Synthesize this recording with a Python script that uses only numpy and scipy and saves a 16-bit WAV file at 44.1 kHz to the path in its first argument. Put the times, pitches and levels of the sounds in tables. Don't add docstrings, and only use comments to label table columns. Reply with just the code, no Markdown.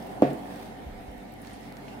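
import sys
import numpy as np
from scipy import signal
from scipy.fft import rfft, irfft
from scipy.io import wavfile
from scipy.ndimage import uniform_filter1d

SR = 44100
rng = np.random.default_rng(int(sys.argv[2]) if len(sys.argv) > 2 else 0)


def volts_from_db(level):
    exponent = np.asarray(level, float) / 20
    return 10 ** exponent


def master_out(mix):
    frames = np.transpose(np.atleast_2d(mix))
    ceiling = np.clip(frames, -1, 1)
    pcm = np.round(ceiling * 32767).astype(np.int16)
    wavfile.write(sys.argv[1], SR, pcm)


N = 88200

# start_s, length_s, level_db
DOUGH_PULLS = [
    (0.02, 0.12, -63),
    (0.44, 0.33, -59.5),
    (1.421, .16, -55.5),
    (1.558, 0.15, -58.5),
    (1.843, 0.12, -59.5),
]
SQUISH_HZ, SQUISH_WIDTH_HZ, SQUISH_PER_S, SQUISH_GRAIN_DB = 3000, 6300, 640, 1.5

# start_s, level_db, centre_hz, width_hz, t60_s
STICKY_TICKS = [(0.025, -46, 5200, 3000, 0.028), (.070, -44, 14000, 5000, 0.0089),
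                (.0695, -49, 7000, 6000, 0.0076), (.239, -45, 12000, 3000, 0.011),
                (.274, -44, 14000, 4000, .01), (0.302, -42, 2730, 2500, 0.056),
                (.332, -44, 11400, 6000, 0.023), (0.332, -46, 7500, 3500, .015),
                (0.376, -54, 1500, 1200, .012), (.410, -50, 14000, 3000, .01),
                (0.4575, -40, 1290, 1200, .015), (0.508, -45, 1490, 1200, 0.011),
                (.631, -41, 1700, 1200, .01), (0.561, -47, 5300, 3000, 0.0062),
                (.785, -57, 14500, 4000, 0.0095), (1.116, -50, 11100, 2500, 0.012),
                (1.181, -42.5, 13500, 6000, 0.0087), (1.322, -44, 14500, 4000, .006),
                (1.339, -43, 12000, 5000, 0.0088), (1.416, -47.5, 10900, 5000, 0.09),
                (1.449, -37.5, 2500, 3000, .006), (1.469, -41, 9000, 9000, 0.014),
                (1.472, -42, 4300, 2500, 0.012), (1.531, -48, 9000, 2500, 0.092),
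                (1.542, -45, 3000, 3000, 0.01), (1.496, -52, 3000, 2500, .006),
                (1.509, -41, 2400, 1800, .006), (1.61, -48, 10500, 5000, .006),
                (1.643, -54, 12000, 6000, .02), (1.724, -42, 11500, 7000, 0.0072),
                (1.7243, -41, 3900, 2500, 0.0055), (1.769, -47, 7950, 5000, .006),
                (1.769, -39.5, 4230, 3500, 0.014), (1.787, -50, 13500, 4000, .008),
                (1.815, -52, 1920, 1500, .01), (1.8811, -38.5, 1900, 2200, 0.045)]
SNAP = 3.1

# time_s, level_db
GLOVE_RUB = [(0, -57.5), (.2, -62.5), (.33, -57.5), (.43, -62.5), (.5, -57), (.57, -55), (.66, -57.5),
             (.71, -66.5), (1.38, -69), (1.45, -62), (1.54, -66), (1.65, -63.5), (1.85, -65), (2, -66)]
# frequency_hz, density_db (per Hz)
RUSTLE_COLOUR = [(900, 7.5), (2000, -7), (4000, -10), (7300, -23), (8500, -10.5), (12000, -15.5),
                 (15900, -12.5)]
RUB_DB, RUB_GRAIN_DB, RUB_PER_S, RUB_PATCHY_DB = -1.5, 2.5, 2500, 1.2
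# start_s, length_s, pitch_hz, level_db
GLOVE_SQUEAKS = [
    (.80, .09, 12150, -76),
    (.845, 0.045, 11600, -74),
    (.98, 0.12, 12200, -71),
    (1.005, .06, 11300, -72),
]
SQUEAK_WIDTH_HZ = 65

# start_s, strength_db, contact_ms
RIM_KNOCKS = [
    (.2213, -8.4, .51),
    (.2308, -10.6, 1.22),
    (.2506, -25, .25),
]
# start_s, strength_db, contact_ms
RIM_ROCKS = [
    (.272, -31, 2.3),
    (0.292, -40, 0.8),
    (0.31, -32, 2.5),
    (0.332, -41, 1),
]
# pitch_hz, level_db, t60_s
BOWL_MODES = [(160.8, -19.5, .36), (212, 8.9, .018), (275.5, 10, .064), (343.3, 4.3, .0425),
              (425.7, -7.4, .117), (510.2, -16.6, .24), (654, .4, .046), (697.7, -11.5, .22),
              (723.4, -11, .24), (909.5, -1, .0123), (1094, 2.2, .012), (1434, -13, .03), (1950, -18, .03),
              (1180, -8, .035)]
# start_s, pitch_hz, level_db, build_up_s
ROCKING_MODES = [
    (.225, 140, -32, 0.043),
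    (.29, 283, -31, 0.017),
    (0.323, 278, -34, 0.023),
    (0.35, 520, -36, 0.017),
    (0.298, 528, -47, 0.027),
    (0.39, 435.2, -36, 0.037),
]
SLAP_DB, SLAP_FIRST_HZ, SLAP_LAST_HZ, SLAP_FALL_S, SLAP_PEAK_S = 7.45, 831, 150, .0041, .0022
SLIDE_S, SLIDE_DB, SLIDE_DULL_HZ = .258, -72.5, 426
SETTLE_S, SETTLE_FADE_S = .344, .006
CRACK_DB, CRACK_S, CRACK_HZ, CRACK_WIDTH_HZ, CRACK_SNAP = -31, 0.0007, 2800, 4500, 4
BASS_HZ = 90
KNOCK_PAN_DB, KNOCK_LAG_S = -0.5, -0.00021
CLATTER_DB, CLATTER_T60_S, CLATTER_HZ, CLATTER_WIDTH_HZ = -36.5, 0.36, 1500, 2000

# start_s, level_db, first_hz, last_hz, t60_s
STAND_NUDGES = [
    (0.8623, -28.5, 91, 47.7, 0.18),
    (0.899, -38.5, 33, 29.8, 0.47),
    (.967, -52, 30, 83, 0.35),
    (1.079, -31, 105, 34, 0.12),
    (1.125, -52, 40, 30, .3),
    (1.169, -42, 60, 34.7, .14),
    (1.526, -44, 61, 40, .2),
]
NUDGE_RISE_S, NUDGE_SLOW_S = .008, .017

# frequency_hz, t60_s
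KITCHEN_DECAY = [(100, 0.11), (300, 0.51), (700, 0.52), (1500, 0.97), (4000, 0.098), (12000, 0.17)]
ROOM_DB = -15

# frequency_hz, density_db (per Hz)
DRONE_COLOUR = [(20, -42), (74, -56), (92, -7), (200, -7.5), (350, -10.5), (520, -6), (860, -6.5),
                (1150, -19)]
# frequency_hz, density_db (per Hz)
AIR_COLOUR = [(900, -38), (1300, -5.5), (2100, -8.5), (4100, -16), (7300, -24.5), (8500, -22.5),
              (12000, -24), (15900, -29)]
DRONE_DB, AIR_DB = -45, -54
# centre_hz, width_hz, gain_db
FAN_ROOM_LUMPS = [(128, 18, 2), (204.5, 51, 5.5), (236, 67, 6.5), (301, 61, 7), (396, 27, 10),
                  (158.5, 32, -4), (731, 200, 7.5), (1814, 206, 5), (2140, 160, 5), (3050, 160, 3.5)]
# time_s, gain_db
DRONE_SWELL = [(0, 4.5), (.2, 6), (.5, 4), (.7, 2), (.9, 0), (1.2, -2), (1.5, -1.5), (1.75, -1.5), (2, 3)]
HUM_HZ, HUM_DB = 48.7, -57
# pitch_hz, level_db
WAVERING_LINES = [(132, -57), (187, -57.5), (201, -57.5), (234, -54), (281, -53.5), (529, -61.5), (717, -68),
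                  (1179, -70), (1572, -83)]
# pitch_hz, level_db
HUM_OVERTONES = [(97.5, -58), (295, -58), (393.5, -60), (494.5, -60), (742, -58), (990.6, -69), (1485, -75)]
WHINE_WIDTH_HZ, OVERTONE_WIDTH_HZ = 5.6, .3

# frequency_hz, correlation (-1 to 1)
STEREO_LIKENESS = [(60, 0.75), (180, 1), (350, 0.5), (600, 0.062), (1400, -0.16), (15000, 0.0049)]
# frequency_hz, left_minus_right_db
MICROPHONE_TILT = [(60, -1), (250, -1.5), (700, -2), (2400, -2.5), (8000, -0.5), (13000, -3)]
EDGE_HZ = 15850


def evened(x):
    return x / np.sqrt(np.mean(x ** 2) + 1e-20)


def read(points, hz):
    f, value = np.transpose(points)
    return np.interp(np.log(hz + 1), np.log(f + 1), value)


def curve(points, t):
    return np.interp(t, *np.transpose(points))


def add(mix, start_s, sound):
    part = mix[..., round(start_s * SR):][..., :sound.shape[-1]]
    part += sound[..., :part.shape[-1]]


def resonate(x, hz, width_hz):
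    turn = np.exp(2j * np.pi * hz * np.arange(x.shape[-1]) / SR)
    r = np.exp(-np.pi * width_hz / SR)
    return 2 * (turn * signal.lfilter([1 - r], [1, -r], x / turn)).real


def resonate_twice(x, hz, width_hz):
    return resonate(resonate(x, hz, width_hz), hz, width_hz)


def alike(left, right, hz):
    same = np.clip(read(STEREO_LIKENESS, hz), -1, 1)[:, None]
    return np.array([left, same * left + np.sqrt(1 - same ** 2) * right])


def grains(per_s, spread_db):
    size = volts_from_db(spread_db * np.minimum(rng.exponential(1, N), 5))
    return size * (rng.random(N) < per_s / SR)


def noise(shape, patchy_db):
    frames, hz = N // 512 + 5, np.fft.rfftfreq(2048, 1 / SR)
    a, b, c, d, patches = rng.standard_normal((frames, 1025, 5)).T
    patches = uniform_filter1d(patches, size=14, axis=0)
    patches = evened(uniform_filter1d(patches, size=5, axis=1))
    z = alike(a + 1j * b, c + 1j * d, hz)
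    lump_db = sum(db / (1 + ((hz - f) / (w / 2)) ** 2) for f, w, db in FAN_ROOM_LUMPS)
    outside = (hz < shape[0][0]) | (hz > shape[-1][0])
    shape_db = np.where(outside, -100, read(shape, hz) + lump_db)
    z = z * volts_from_db(shape_db[:, None] + patchy_db * patches)
    return evened(signal.istft(z, nperseg=2048, noverlap=1536)[1][:, :N])


def squish():
    t = np.arange(N) / SR
    level = np.zeros(N)
    for start_s, length_s, db in DOUGH_PULLS:
        level += volts_from_db(db) * np.sin(np.pi * np.clip((t - start_s) / length_s, 0, 1)) ** .5
    bursts = grains(SQUISH_PER_S, SQUISH_GRAIN_DB)
    power = signal.lfilter([1], [1, -.97], bursts ** 2) + 0.52
    pops = np.sqrt(power) * rng.standard_normal((2, N))
    return level * evened(resonate_twice(pops, SQUISH_HZ, SQUISH_WIDTH_HZ))


def ticks():
    out, t = np.zeros((2, N)), np.arange(2500) / SR
    for start_s, db, hz, width_hz, t60_s in STICKY_TICKS:
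        z = rng.standard_normal((2, 2500))
        burst = (z + 0.23 * z[::-1] + SNAP * (t == 0)) * volts_from_db(-60 * t / t60_s)
        band = resonate_twice(burst, hz, width_hz)
        add(out, start_s, volts_from_db(db) * band / abs(band).max())
    return out


def glove():
    t = np.arange(N) / SR
    creases = grains(RUB_PER_S, RUB_GRAIN_DB)
    crackle = np.sqrt(uniform_filter1d(creases ** 2, size=40) + 1e-9)
    rustle = evened(crackle * noise(RUSTLE_COLOUR, RUB_PATCHY_DB))
    level = volts_from_db(curve(GLOVE_RUB, t))
    rubbing = np.sqrt(np.maximum(level ** 2 - level.min() ** 2, 0))
    out = 2 * volts_from_db(RUB_DB) * rubbing * rustle
    for start_s, length_s, hz, db in GLOVE_SQUEAKS:
        squeak = evened(resonate(rng.standard_normal((2, SR // 5)), hz, SQUEAK_WIDTH_HZ))
        swell = np.sin(np.pi * np.clip(t[:SR // 5] / length_s, 0, 1))
        add(out, start_s, volts_from_db(db) * squeak * swell)
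    return out


def bowl_blows():
    blows, t = np.zeros(N), np.arange(300) / SR
    for start_s, db, contact_ms in [*RIM_KNOCKS, *RIM_ROCKS]:
        push = np.sin(np.pi * np.clip(t / (contact_ms / 1000), 0, 1))
        add(blows, start_s, volts_from_db(db) * push / push.sum())
    dull = signal.butter(2, SLIDE_DULL_HZ, fs=SR)
    judder = evened(signal.lfilter(*dull, rng.standard_normal(SR // 5)))
    add(blows, SLIDE_S, volts_from_db(SLIDE_DB) * judder)
    return blows


def bowl_response():
    t = np.arange(SR // 2) / SR
    ring = np.zeros(len(t))
    for k, (hz, db, t60_s) in enumerate(BOWL_MODES):
        ring += (-1) ** k * volts_from_db(db - 60 * t / t60_s) * np.sin(2 * np.pi * hz * t)
    slap_hz = SLAP_LAST_HZ + (SLAP_FIRST_HZ - SLAP_LAST_HZ) * np.exp(-t / SLAP_FALL_S)
    u = t / SLAP_PEAK_S
    slap = volts_from_db(SLAP_DB) * u * np.exp(1 - u) * np.sin(2 * np.pi * np.cumsum(slap_hz) / SR)
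    return ring + slap


def knock():
    t = np.arange(SR // 2) / SR
    out = signal.oaconvolve(bowl_blows(), bowl_response())[:N] * .5
    for start_s, hz, db, build_s in ROCKING_MODES:
        swell = t / build_s * np.exp(1 - t / build_s)
        add(out, start_s, volts_from_db(db) * swell * np.sin(2 * np.pi * hz * t))
    out *= np.exp(-np.maximum(np.arange(N) / SR - SETTLE_S, 0) / SETTLE_FADE_S)
    t = t[:600]
    crack = resonate(rng.standard_normal(600) + CRACK_SNAP * (t == 0), CRACK_HZ, CRACK_WIDTH_HZ)
    add(out, RIM_KNOCKS[0][0], volts_from_db(CRACK_DB) * np.exp(-t / CRACK_S) * crack)
    return signal.sosfilt(signal.butter(2, BASS_HZ, "high", fs=SR, output="sos"), out)


def clatter():
    out, t = np.zeros((2, N)), np.arange(SR // 2) / SR
    shiver = evened(resonate_twice(rng.standard_normal((2, SR // 2)), CLATTER_HZ, CLATTER_WIDTH_HZ))
    add(out, RIM_KNOCKS[0][0], shiver * volts_from_db(CLATTER_DB - 60 * t / CLATTER_T60_S))
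    return out


def nudges():
    out, t = np.zeros(N), np.arange(SR // 3) / SR
    for start_s, db, first_hz, last_hz, t60_s in STAND_NUDGES:
        hz = last_hz + (first_hz - last_hz) * np.exp(-t / NUDGE_SLOW_S)
        level = volts_from_db(db - 60 * t / t60_s) * np.minimum(t / NUDGE_RISE_S, 1)
        add(out, start_s, level * np.sin(2 * np.pi * np.cumsum(hz) / SR))
    return out


def room(x):
    taps = np.zeros((2, SR))
    at = np.arange(200, SR - 20, 20)
    at = at + rng.integers(0, 20, (2, len(at)))
    np.put_along_axis(taps, at, rng.choice([-1., 1.], at.shape), 1)
    hz, t, z = signal.stft(taps, SR, nperseg=512)
    decay = volts_from_db(-60 * t / read(KITCHEN_DECAY, hz)[:, None])
    tail = signal.istft(alike(z[0], z[1], hz) * decay, SR, nperseg=512)[1]
    return signal.fftconvolve(x[None], tail / np.linalg.norm(tail[0]), axes=1)[:, :N]


def kitchen_air():
    t = np.arange(N) / SR
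    swell_db = curve(DRONE_SWELL, t)
    drone = volts_from_db(DRONE_DB + swell_db) * noise(DRONE_COLOUR, patchy_db=0.5)
    hiss = volts_from_db(AIR_DB + 0.26 * swell_db) * noise(AIR_COLOUR, patchy_db=2.5)
    hum = volts_from_db(HUM_DB) * np.sqrt(2) * np.sin(2 * np.pi * HUM_HZ * t)
    return drone + hiss + hum


def whines():
    lines = [(hz, db, WHINE_WIDTH_HZ) for hz, db in WAVERING_LINES]
    lines += [(hz, db, OVERTONE_WIDTH_HZ) for hz, db in HUM_OVERTONES]
    out = np.zeros((2, N))
    for hz, db, width_hz in lines:
        z = rng.standard_normal((2, 2 * N))
        tone = resonate(z + 0.42 * z[::-1], hz, width_hz)[:, N:]
        out += volts_from_db(db) * evened(tone)
    return out


def scene():
    bowl = knock()
    left = np.roll(bowl, round(KNOCK_LAG_S * SR)) * volts_from_db(KNOCK_PAN_DB / 2)
    right = bowl * volts_from_db(-KNOCK_PAN_DB / 2)
    hand = squish() + ticks() + glove()
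    counter = np.array([left, right]) + volts_from_db(ROOM_DB) * room(bowl) + clatter() + nudges()
    return hand + counter + kitchen_air() + whines()


def band_limit(x):
    return signal.sosfilt(signal.butter(12, 15860, fs=SR, output="sos"), x)


def record(dry):
    hz = np.fft.rfftfreq(N, 1 / SR)
    tilt_db = read(MICROPHONE_TILT, hz) / 2
    colour = volts_from_db(np.array([tilt_db, -tilt_db])) * (hz < EDGE_HZ)
    mix = irfft(rfft(dry) * colour, N)
    return band_limit(mix)


dry = scene()
out = record(dry)
master_out(out)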